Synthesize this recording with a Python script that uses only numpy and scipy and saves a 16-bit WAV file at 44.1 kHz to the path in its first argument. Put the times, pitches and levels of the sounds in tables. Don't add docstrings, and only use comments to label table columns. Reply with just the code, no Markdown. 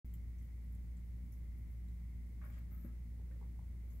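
import sys
import numpy as np
from scipy import signal
from scipy.fft import rfft, irfft, next_fast_len
from scipy.io import wavfile
from scipy.ndimage import map_coordinates

SR = 44100
rng = np.random.default_rng(int(sys.argv[2]) if len(sys.argv) > 2 else 0)


def wav_out(sig):
    wavfile.write(sys.argv[1], SR, np.round(np.clip(np.atleast_2d(sig).T, -1, 1) * 32767).astype(np.int16))


N = 176400

# start in seconds, level in dB, pitch in Hz, width in octaves,
# pan in dB (above 0 is to the left).
SMACKS = [(0.059, -58, 13700, 0.14, 10), (.140, -51.5, 13100, 0.16, 9), (0.14, -59, 7660, 0.11, -5),
          (0.14, -67, 3100, 0.098, 7), (.153, -56, 13300, 0.13, 5), (0.385, -65, 6800, .2, 0),
          (0.4252, -63, 11300, 0.13, 6), (.4285, -65, 11300, .15, 3), (0.43, -69, 3100, .1, 2),
          (.449, -59, 14100, .12, 7), (.6425, -63, 13500, .2, 7), (.7255, -58.5, 12700, .2, 8),
          (.748, -61, 11500, .25, 4), (.7525, -61, 11800, .3, 8), (0.752, -67, 7400, .08, -3),
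          (0.97, -63, 7550, .1, 5), (1.2635, -64, 13800, .12, 7), (1.3224, -55.5, 12500, 0.35, 5),
          (1.3242, -60, 12500, .3, 0), (1.3276, -61.5, 6200, 0.17, -2), (1.379, -62, 13000, .1, 6),
          (1.5835, -60, 12500, .4, 3), (1.679, -67, 12000, .15, 5), (1.8853, -67, 3950, .04, 4),
          (1.886, -67, 7500, .1, 0), (2.267, -66, 9000, .5, -1), (2.45, -58, 12400, 0.29, 12),
          (2.477, -72, 13500, 0.22, 6), (2.504, -57.5, 13700, 0.22, 17), (2.5115, -69, 14500, .15, -2),
          (2.5873, -57, 14200, 0.13, 13), (2.59, -64, 14200, 0.19, 0), (2.614, -76, 14000, 0.13, 8),
          (2.7095, -64, 14100, .15, 1), (2.747, -53, 14100, .15, 5), (2.8275, -64, 12500, .1, 6),
          (2.8483, -54, 12000, 0.071, 5), (2.8525, -59, 13500, .2, 8)]
# start in seconds, level in dB, pitch in Hz, width in octaves,
# fade time in seconds (the time to drop by 60 dB).
KNOCKS = [(2.417, -58, 1660, 0.17, .025), (2.417, -62, 1150, 0.071, .04), (2.441, -53, 1250, .25, 0.029),
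          (2.504, -61, 600, .8, .012), (2.587, -62, 1700, .6, 0.011), (2.849, -56, 1100, 0.51, .008),
          (3.196, -56, 440, 0.22, 0.023), (3.198, -63, 840, 0.19, 0.016), (3.313, -60, 1350, 0.48, 0.017),
          (3.315, -54, 524, 0.19, 0.033), (3.322, -68.5, 1790, 0.042, 0.087),
          (3.4145, -56.5, 930, 0.2, 0.024), (3.427, -51.5, 900, 0.24, 0.0095), (3.418, -60, 380, 0.39, .04),
          (3.5925, -51, 810, 0.33, 0.0055), (3.622, -68, 840, .3, 0.036)]
# pitch in Hz, level in dB, fade time in seconds.
BOWL_TONES = [(239.8, -52, 0.34), (331, -62, 0.37), (547, -59, 0.08), (1287, -81, .3)]
# time in seconds, level in dB.
RUB_LEVELS = [(2.405, -105), (2.417, -70), (2.455, -71.5), (2.485, -75.5), (2.55, -77.5), (2.6, -77.5),
              (2.655, -99), (2.70, -82), (2.74, -77), (2.8, -84), (2.86, -79), (2.93, -105)]
# pitch in Hz, width in Hz, relative level in dB.
RUB_RESONANCES = [(560, 135, -1), (1170, 160, -2.5), (1390, 120, -2.5), (1665, 140, -1), (1930, 150, -2.5),
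                  (2270, 320, -6)]
# frequency in Hz, pan in dB.
RUB_PAN = [(600, 0), (1300, -4.5), (1700, 1), (2200, 8.5)]
# time in seconds, level in dB.
TEAR_LEVELS = [(2.39, -105), (2.42, -87), (2.505, -86), (2.535, -74), (2.58, -79), (2.62, -89),
               (2.68, -110)]
# frequency in Hz, relative level in dB.
TEAR_COLOUR = [(1500, -19), (2600, -2), (3250, -2), (3900, -9), (4750, -3), (5700, -13), (7300, -4),
               (9500, -18), (16000, -5)]
# time in seconds, level in dB.
SING_LEVELS = [(2.69, -100), (2.735, -78), (2.79, -80), (2.82, -90), (2.85, -81), (2.91, -86), (2.98, -100)]
# start in seconds, length in seconds, level in dB,
# pitch in Hz, width in octaves, pan in dB.
CRACKLES = [(0.1, .035, -83, 7600, 0.05, -2), (0.388, 0.056, -85, 6840, 0.19, 0),
            (.69, .08, -89, 13000, .25, -3), (1.325, 0.052, -75.5, 12000, 0.27, 3),
            (1.558, .09, -88, 13500, 0.16, 6), (1.69, .08, -84, 13000, 0.24, 7),
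            (2.423, .105, -82, 13500, .2, 10), (2.705, 0.092, -78, 14400, 0.19, 12),
            (2.767, 0.14, -80, 13200, 0.15, 13), (3.883, 0.13, -81, 12800, .25, 8),
            (3.895, 0.05, -78.5, 6850, 0.2, -2)]
# time in seconds, level in dB.
SHUFFLE_LEVELS = [(2.8, -100), (2.87, -74), (2.96, -77), (3.1, -93), (3.19, -79), (3.45, -75), (3.55, -84),
                  (3.8, -87), (3.91, -72), (4.0, -83)]
# frequency in Hz, relative level in dB.
SHUFFLE_COLOUR = [(100, -25), (200, -3), (330, -3), (520, -2), (700, -11.5), (1500, -17.5), (3000, -27),
                  (9000, -42)]
# pitch in Hz, average level in dB.
HUM_TONES = [(59.1, -46), (111.3, -65), (118.2, -66), (177.4, -65.5), (236.7, -76.5), (240, -74.5)]
# frequency in Hz, relative level in dB.
RUMBLE_COLOUR = [(15, -22.5), (25, -8), (35, -5), (48, -8), (62, -0.5), (80, 2), (100, -2.5), (112, -2.5),
                 (128, -13), (140, -8), (170, -6.5), (195, -14), (220, -12), (270, -19.5), (320, -19),
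                 (430, -29.5), (530, -30), (650, -39.5), (1000, -45.5), (3000, -82)]
HISS_COLOUR = [(200, 1), (700, 9.5), (1200, 6.5), (1650, 5.5), (1950, 10.5), (2400, 5), (3000, 1),
               (5000, 0), (7200, 0.5), (10500, 1), (12500, 2), (14000, 0.8), (15500, 4)]
# frequency in Hz, likeness from 0 (unrelated) to 1.
EAR_LIKENESS = [(60, 0.71), (130, 0.84), (250, 0.76), (500, 0.32), (1000, 0), (2000, 0.3), (4000, 0)]
# frequency in Hz, fade time in seconds.
ROOM_FADES = [(200, 0.38), (1000, 0.22), (4000, 0.14), (13000, 0.057)]

TIME = np.arange(N) / SR
LEAD_S = 0.01


def smacks():
    out = np.zeros((2, N))
    for start, db, hz, octaves, pan_db in SMACKS:
        click = burst(hz, octaves, fade_s=0.0057, spill_db=-27, likeness=0.32)
        add(out, start - LEAD_S, amp(db) * pan(pan_db) * in_room(click, echo_db=3))
    return out


def knocks():
    out = np.zeros((2, N))
    for start, db, hz, octaves, fade_s in KNOCKS:
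        knock = burst(hz, octaves, fade_s, spill_db=-30, likeness=1.0)
        add(out, start - LEAD_S, amp(db) * in_room(knock, echo_db=-4))
    return out * pan(-3)


def bowl_thump():
    land_s, push_hz, width_s = 2.849, 238, 0.0017
    t = TIME - land_s
    push = amp(-41.5) * np.exp(-.5 * (t / width_s) ** 2) * np.cos(2 * np.pi * push_hz * t)
    age = np.maximum(t, 0)
    ring = sum(amp(db - 60 * age / fade_s) * np.sin(2 * np.pi * hz * age) for hz, db, fade_s in BOWL_TONES)
    return in_room(push + ring, echo_db=-19)


def pepper_drag():
    def rub_colour(f):
        bowl = sum((-1) ** k * amp(db) * 1j * f * width / (hz * hz - f * f + 1j * f * width)
                   for k, (hz, width, db) in enumerate(RUB_RESONANCES))
        return bowl * bell(f, 1400, octaves=1.6) * pan(along(RUB_PAN, f))

    rub = unit(filtered(slips(per_s=900, spread_db=4), rub_colour))
    tear = pan(2.2) * coloured(slips(per_s=1600, spread_db=4), TEAR_COLOUR)
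    sing = pan(0) * band(rng.standard_normal(N), hz=1290, octaves=.033)
    scrape = rub * level(RUB_LEVELS) + tear * level(TEAR_LEVELS)
    return in_room(scrape, echo_db=-0.5) + sing * level(SING_LEVELS)


def crackles():
    rise_s, fall_s = 0.01, 0.052
    out = np.zeros((2, N))
    for start, length, db, hz, octaves, pan_db in CRACKLES:
        rise = np.clip((TIME - start) / rise_s, 0, 1)
        fall = np.clip((start + length - TIME) / fall_s, 0, 1)
        ticks = band(slips(per_s=1800, spread_db=1.5), hz, octaves)
        out += amp(db) * pan(pan_db) * rise * fall * ticks
    return in_room(out, echo_db=2)


def rug_shuffle():
    return level(SHUFFLE_LEVELS) * coloured(slips(per_s=1800, spread_db=5), SHUFFLE_COLOUR)


def appliance():
    hum = np.zeros(N)
    for hz, db in HUM_TONES:
        waver = hz / HUM_TONES[0][0]
        phase = 2 * np.pi * (hz * TIME + rng.random()) + 0.089 * waver * wobble(per_s=5)
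        hum += np.sqrt(2) * amp(db + 0.36 * waver * wobble(per_s=6.6)) * np.sin(phase)
    even_noise = stereo_noise([(100, 0.0077), (10000, 0)])
    hiss = band(even_noise, hz=2087, octaves=.1)
    return hum + amp(-86 - 1.7 * wobble(per_s=5)) * pan(12) * hiss


def room_air():
    return amp(-56) * stereo_noise(RUMBLE_COLOUR) + amp(-74) * stereo_noise(HISS_COLOUR)


def in_room(x, echo_db):
    hz, t, noise = signal.stft(rng.standard_normal((2, SR // 3)), SR, nperseg=256)
    fade = amp(-60 * t / along(ROOM_FADES, hz)[:, None])
    tail = signal.istft(noise * fade, SR, nperseg=256)[1]
    tail = tail / np.linalg.norm(tail[0])
    echo = signal.fftconvolve(np.atleast_2d(x), tail, axes=1)[:, :x.shape[-1]]
    return x + amp(echo_db) * echo


def burst(hz, octaves, fade_s, spill_db, likeness):
    t = np.arange(SR // 3) / SR - LEAD_S
    fade = (t >= 0) * amp(-60 * np.abs(t) / fade_s)
    noise = rng.standard_normal((3, len(t)))
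    force = fade * (np.sqrt(likeness) * noise[0] + np.sqrt(1 - likeness) * noise[1:])
    force[:, np.argmax(fade)] += np.linalg.norm(fade)
    puff = filtered(force, lambda f: bell(f, hz, octaves) + amp(spill_db) * bell(f, hz, 1.7))
    return .5 * puff * np.linalg.norm(fade) / np.linalg.norm(puff, axis=1, keepdims=True)


def slips(per_s, spread_db):
    hits = rng.random(N) < per_s / SR
    sizes = amp(spread_db * np.clip(rng.standard_normal(N), -2, 2))
    return unit(hits * sizes * rng.standard_normal((2, N)))


def stereo_noise(colour):
    def response(f):
        angle = np.arccos(np.clip(along(EAR_LIKENESS, f), -1, 1)) / 2
        return amp(along(colour, f)) * [np.cos(angle), np.sin(angle)]

    mid, side = filtered(rng.standard_normal((2, N)), response)
    return unit(np.array([mid + side, mid - side]))


def amp(db):
    return 10 ** (np.asarray(db) / 20)


def unit(x):
    return x / np.sqrt(np.mean(x ** 2) + 1e-30)


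def along(rows, hz):
    f, values = np.transpose(rows)
    return np.interp(np.log(hz + 1), np.log(f + 1), values)


def level(rows):
    seconds, db = np.transpose(rows)
    return amp(np.interp(TIME, seconds, db, left=-200, right=-200))


def pan(db):
    return amp(np.array([[.5], [-.5]]) * db)


def wobble(per_s):
    return map_coordinates(rng.standard_normal(2048), [TIME * per_s], mode="wrap")


def filtered(x, response):
    n = x.shape[-1]
    padded = next_fast_len(n + n // 8)
    return irfft(rfft(x, padded) * response(np.fft.rfftfreq(padded, 1 / SR)), padded)[..., :n]


def bell(f, hz, octaves):
    return np.exp(-.5 * (np.log2((f + 1) / hz) / octaves) ** 2)


def band(x, hz, octaves):
    return unit(filtered(x, lambda f: bell(f, hz, octaves)))


def coloured(x, colour):
    return unit(filtered(x, lambda f: amp(along(colour, f))))


def add(track, start_s, sound):
    part = track[..., round(start_s * SR):][..., :sound.shape[-1]]
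    part += sound[..., :part.shape[-1]]


def scene():
    feeding = smacks() + knocks() + bowl_thump() + pepper_drag() + crackles()
    return feeding + appliance() + room_air() + rug_shuffle()


def record(dry):
    start_s, fade_in_s, top_hz = .0455, .002, 15750
    fade_in = np.clip((TIME - start_s) / fade_in_s, 0, 1)
    return filtered(dry * fade_in, lambda f: f < top_hz)


dry = scene()
out = record(dry)
wav_out(out)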